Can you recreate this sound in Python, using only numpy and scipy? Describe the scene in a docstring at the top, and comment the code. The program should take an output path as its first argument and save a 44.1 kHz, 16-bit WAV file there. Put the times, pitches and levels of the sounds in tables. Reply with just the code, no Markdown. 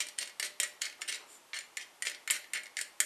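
"""A finger flicks a steel nut down a long bolt in a wooden jig, about four times a second.
Each flick knocks the nut on the thread; bolt and jig ring briefly, the nut rattles and ticks as it slows.
Near 1 s the hand brushes the jig twice; at 1.3 s the nut coasts with a thin ring.
The flicks resume at 1.5 s, with the hardest knocks at 2.3 s and 3 s.
Throughout: a small workshop with a faint steady hiss."""
import sys
import numpy as np
from scipy import signal
from scipy.fft import next_fast_len
from scipy.io import wavfile

SR = 44100
rng = np.random.default_rng(int(sys.argv[2]) if len(sys.argv) > 2 else 0)


def master(y):
    """Save y as 16-bit WAV."""
    cut = np.clip(np.atleast_2d(y).T, -1, 1)
    pcm = np.round(cut * 32767)  # scale
    wavfile.write(sys.argv[1], SR, pcm.astype(np.int16))


N = 134505

# nut on thread, before offsets: (time [s], level [dB], 2 kHz ring [dB], treble [dB])
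KNOCKS = [(0.0034, -13.5, -19, -13.5), (0.0114, -21.5, -12, -10), (0.0679, -28, -20, -8),
          (0.0857, -26.5, -23, -10.5), (0.186, -14, -17, -9), (0.2115, -26, -14, -10),
          (0.2565, -33, -16, -6), (0.2745, -28.5, -16, -8.5), (0.2952, -34, -16, -13),
          (0.3975, -14.5, -15.5, -10), (0.4269, -17.5, -19, -18), (0.4476, -29, -19, -14),
          (0.4586, -30, -12, 3), (0.6, -9.5, -20.5, -7.5), (0.6316, -12.5, -10, -6.5),
          (0.818, -13.5, -16, -12.5), (0.8544, -23, -15, -15.5), (0.8984, -32.5, -18, -15),
          (0.9254, -34.5, -12, -15), (1.0176, -18.5, -10.5, -12), (1.0869, -22, -15, -30),
          (1.0909, -35, -28, -17), (1.1243, -20, -17, -15), (1.1576, -32, -34, -7),
          (1.5324, -20.5, -11, -33), (1.5878, -22.5, -15, -12), (1.6074, -30, -13, -15),
          (1.7698, -17, -8, -7.5), (2.0225, -15, -8, -6.5), (2.0517, -22.5, -8, -9),
          (2.0694, -16, -18, -28), (2.0974, -23.5, -13, -10), (2.1156, -26.5, -14, -18),
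          (2.147, -29, -13, -18), (2.2758, -17.5, -8.5, -10), (2.3004, -12.5, -18.5, -16.5),
          (2.3072, -6.5, -2, 6), (2.4422, -35, -10, -20), (2.5026, -46, 18, 7), (2.5342, -15, -7, -5),
          (2.5574, -20.5, 7, -21), (2.5744, -24, -2, -17.5), (2.6339, -30.5, -5, -2),
          (2.6569, -32.5, -13, -19), (2.6669, -34.5, -12, -10), (2.7686, -17, -13.5, -12),
          (2.7884, -18, -2, -7), (2.812, -16, -14, -4), (3.0024, -5, -15.5, -4)]
KNOCK_OFFSET_DB, RING_OFFSET_DB, TREBLE_OFFSET_DB = 9.5, 15, 12
BOUNCE_S, BOUNCE_DB = 0.0028, -9.5


def knocks():
    """The nut strikes the thread and bounces once."""
    out = np.zeros(N)
    for time_s, db, ring_db, treble_db in KNOCKS:
        knock = impact()
        add(knock, BOUNCE_S * rng.uniform(0.7, 1.3), amp(BOUNCE_DB) * impact())
        knock = contact(knock, ring_db + RING_OFFSET_DB, treble_db + TREBLE_OFFSET_DB)
        add(out, time_s, amp(db + KNOCK_OFFSET_DB) * knock / np.linalg.norm(knock))
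    return out


# modes of nut, bolt and jig: (frequency [Hz], level [dB], T60 [s])
MODES = [(596.4, -29.5, .13), (1460, -22.5, 0.077), (1784, -16, 0.061), (1953, -10, 0.037),
         (2150.5, -8.5, 0.052), (2343, -15, 0.05), (2837, -12.5, .04), (3095, -12, 0.034),
         (4280, -11.5, 0.031), (5480, -18.5, .04), (7110, -9, 0.036), (8080, -17, 0.019), (8870, -3, 0.018),
         (9210, -10.5, 0.019)]
MODE_SCATTER_DB, MODE_DETUNE = 3, 0.0067
# contact crack: (frequency [Hz], gain [dB])
CRACK_SPECTRUM = [(100, -26.5), (390, -15), (900, -15.5), (1400, -5.5), (2100, 2.5), (2800, 2.5),
                  (3500, -0.5), (4500, 0), (6300, -2), (7300, -1.5), (9100, -1.5), (10000, -9.5),
                  (12500, -11.5)]
CRACK_DB, CRACK_T60_S, CRACK_RISE_S = 5, 0.014, 0.00088


def impact(size=6000):
    """Steel on steel: a noise crack plus decaying modes, unit energy."""
    t = np.arange(size) / SR
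    hz, db, t60_s = np.transpose(MODES)[:, :, None]
    detune, scatter, phase = rng.standard_normal((3, len(hz), 1))
    decay = amp(db + MODE_SCATTER_DB * scatter - 60 * t / t60_s)
    ring = decay * np.sin(2 * np.pi * (hz * (1 + MODE_DETUNE * detune) * t + phase))
    crack = noise(CRACK_SPECTRUM, size) * amp(CRACK_DB - 60 * t / CRACK_T60_S)
    knock = (ring.sum(0) + crack) * np.minimum(t / CRACK_RISE_S, 1)
    return knock / np.linalg.norm(knock)


def contact(x, ring_db, treble_db):
    """The contact point favours the 2 kHz ring or the treble."""
    shape = [(900, 0), (1700, ring_db), (2300, ring_db), (3200, 0.012), (5800, 0), (7500, treble_db)]
    return colour(x, shape)


# rattling spins, plus brief fingertip scrapes just before the knocks at 0.18, 0.82 and 1.02 s: (start [s],
# length [s], level [dB], 2 kHz ring [dB], treble [dB])
SPINS = [(0, 0.021, -36, -10, -2), (0.177, 0.0066, -41, -1, -3), (0.203, 0.025, -36, -4, -2.5),
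         (.422, 0.044, -38.5, -0.5, 0), (.612, 0.031, -38, -1.5, -7), (0.81, .006, -39.5, -5, -2.5),
         (.832, 0.04, -40.5, 1.5, -4.5), (1.008, 0.0051, -45, -12, 2), (1.075, 0.023, -35, -2, 0.5),
         (1.113, 0.039, -38.5, -1, -4), (1.536, 0.038, -39.5, 0.5, -5), (1.791, .036, -46.5, 0.5, -4),
         (2.052, 0.029, -37, -1.5, 1), (2.317, 0.049, -39.5, 2, -1), (2.54, 0.035, -38, 2.5, -4),
         (2.775, 0.042, -45, 1, 2.5)]
SPIN_RISE_S, SPIN_FALL_S, TAPS_PER_S, TAP_SPREAD_DB = 0.0038, 0.006, 1500, 3.5


def spins(places=4, size=9000):
    """The spinning nut chatters on the thread, and before some flicks the fingertip scrapes it: tiny random
    taps at several places."""
    out, t = np.zeros(N), np.arange(size) / SR
    for start_s, length_s, db, ring_db, treble_db in SPINS:
        drive = np.minimum(t / SPIN_RISE_S, 1) * np.exp(-np.maximum(t - length_s, 0) / SPIN_FALL_S)
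        hits = rng.random((places, size)) < TAPS_PER_S / places / SR
        taps = hits * amp(TAP_SPREAD_DB * rng.standard_normal((places, size))) * drive
        rattle = sum(signal.fftconvolve(train, impact()) for train in taps)
        rattle *= np.sqrt(length_s * SR) / (np.linalg.norm(rattle) + 1e-9)
        add(out, start_s, amp(db) * contact(rattle, ring_db, treble_db))
    return out


# coasting nut: (frequency [Hz], gain [dB])
COAST_SPECTRUM = [(300, -22), (6000, -20), (6800, -27), (7130, -1.5), (7600, -18), (8100, -10), (8550, -16),
                  (8900, -10), (9800, -21), (12500, -21.5)]


def coast():
    """The nut runs freely with a thin ring: friction noise peaking near 7 kHz."""
    return slide(start_s=1.268, length_s=0.125, db=-55, spectrum=COAST_SPECTRUM)


# hand on jig: (start [s], length [s], level [dB])
BRUSHES = [(0.987, 0.033, -58), (1.15, .15, -62)]
# hand friction: (frequency [Hz], gain [dB])
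BRUSH_SPECTRUM = [(100, -30), (350, -6), (600, -6), (900, 0), (1300, -2), (2000, -13), (6000, -30),
                  (12500, -40)]


def brushes():
    """The hand rubs lightly over the wood."""
    return sum(slide(*row, BRUSH_SPECTRUM) for row in BRUSHES)


def slide(start_s, length_s, db, spectrum):
    """Light sliding contact: a half-sine swell of friction noise."""
    progress = np.clip((np.arange(N) / SR - start_s) / length_s, 0, 1)
    return amp(db) * np.sin(np.pi * progress) * noise(spectrum)


# wall tail decay: (frequency [Hz], T60 [s])
TAIL_T60 = [(300, 1.02), (800, -0.02), (2100, 0.39), (5500, 0.31), (9000, 0.22), (12500, 0.4)]
# wall tail colour: (frequency [Hz], gain [dB])
TAIL_SPECTRUM = [(200, -0.5), (370, 6.5), (480, 1.5), (600, 8), (800, 1), (1200, 8.5), (2200, -1),
                 (5000, 0.5), (9000, -1), (12500, -2)]
TAIL_DB, TAIL_RISE_S, EARLY_DB, EARLY_T60_S = -7, 0.01, -7.5, 0.046


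def room(x, size=22050):
    """Early reflections off the bench, a short tail off the walls."""
    t = np.arange(size) / SR
    hz, frame_s, bands = signal.stft(rng.standard_normal(size), SR, nperseg=256)
    bands *= amp(-60 * frame_s / read(TAIL_T60, hz)[:, None])
    tail = signal.istft(bands, SR, nperseg=256)[1][:size] * np.minimum(t / TAIL_RISE_S, 1) ** 2
    tail = colour(tail / np.linalg.norm(tail), TAIL_SPECTRUM)
    early = rng.standard_normal(size) * (rng.random(size) < 0.04)
    early *= (t > 0.002) * amp(-60 * t / EARLY_T60_S)
    response = amp(TAIL_DB) * tail + amp(EARLY_DB) * early / np.linalg.norm(early)
    return signal.fftconvolve(x, response)[:N]


# workshop hiss: (frequency [Hz], gain [dB])
HISS_SPECTRUM = [(18, -60), (30, -17), (76, -21), (402, -5), (650, -4.5), (815, -1), (1250, -3), (1420, -6),
                 (3610, -9.5), (3890, -12), (8940, -13), (10900, -16), (12400, -14.5), (16100, -45),
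                 (22000, -120)]


def hiss(rms_db=-61):
    """Steady workshop background."""
    return amp(rms_db) * noise(HISS_SPECTRUM)


def amp(db):
    """Decibels to gain."""
    return 10 ** (np.asarray(db) / 20)


def noise(spectrum, size=N):
    """Coloured noise, unit rms."""
    x = colour(rng.standard_normal(size), spectrum)
    return x / np.sqrt(np.mean(x ** 2) + 1e-20)


def read(points, hz):
    """Table lookup on a log-frequency axis."""
    point_hz, value = np.transpose(points)
    return np.interp(np.log(hz + 1), np.log(point_hz + 1), value)


def add(mix, time_s, sound):
    """Mixes a sound in at its time."""
    part = mix[max(round(time_s * SR), 0):][:len(sound)]
    part += sound[:len(part)]


def colour(x, spectrum, pad=1024):
    """Minimum-phase filter from (frequency [Hz], gain [dB]) points."""
    n = next_fast_len(len(x) + pad)
    log_gain = np.log(amp(read(spectrum, abs(np.fft.fftfreq(n, 1 / SR)))))
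    response = np.exp(np.conj(signal.hilbert(log_gain)))
    return np.fft.ifft(np.fft.fft(x, n) * response).real[:len(x)]


def scene(jig_cutoff_hz=195):
    """Nut on a small jig that radiates no bass; hand, room and hiss. Mono."""
    highpass = signal.butter(3, jig_cutoff_hz, "high", fs=SR, output="sos")
    nut = signal.sosfilt(highpass, knocks() + spins() + coast())
    direct = nut + brushes()
    return (direct + room(direct) + hiss())[None]


SHELF_HZ, TOP_HZ, SHELF_DB = 12600, 16000, -26


def record(dry):
    """The treble drops to a faint shelf, then ends."""
    lowpasses = (signal.firwin(301, hz, window=("kaiser", 8), fs=SR) for hz in (SHELF_HZ, TOP_HZ))
    body, wide = (signal.oaconvolve(dry, fir[None], "same") for fir in lowpasses)
    return body + amp(SHELF_DB) * (wide - body)


dry = scene()
out = record(dry)
master(out)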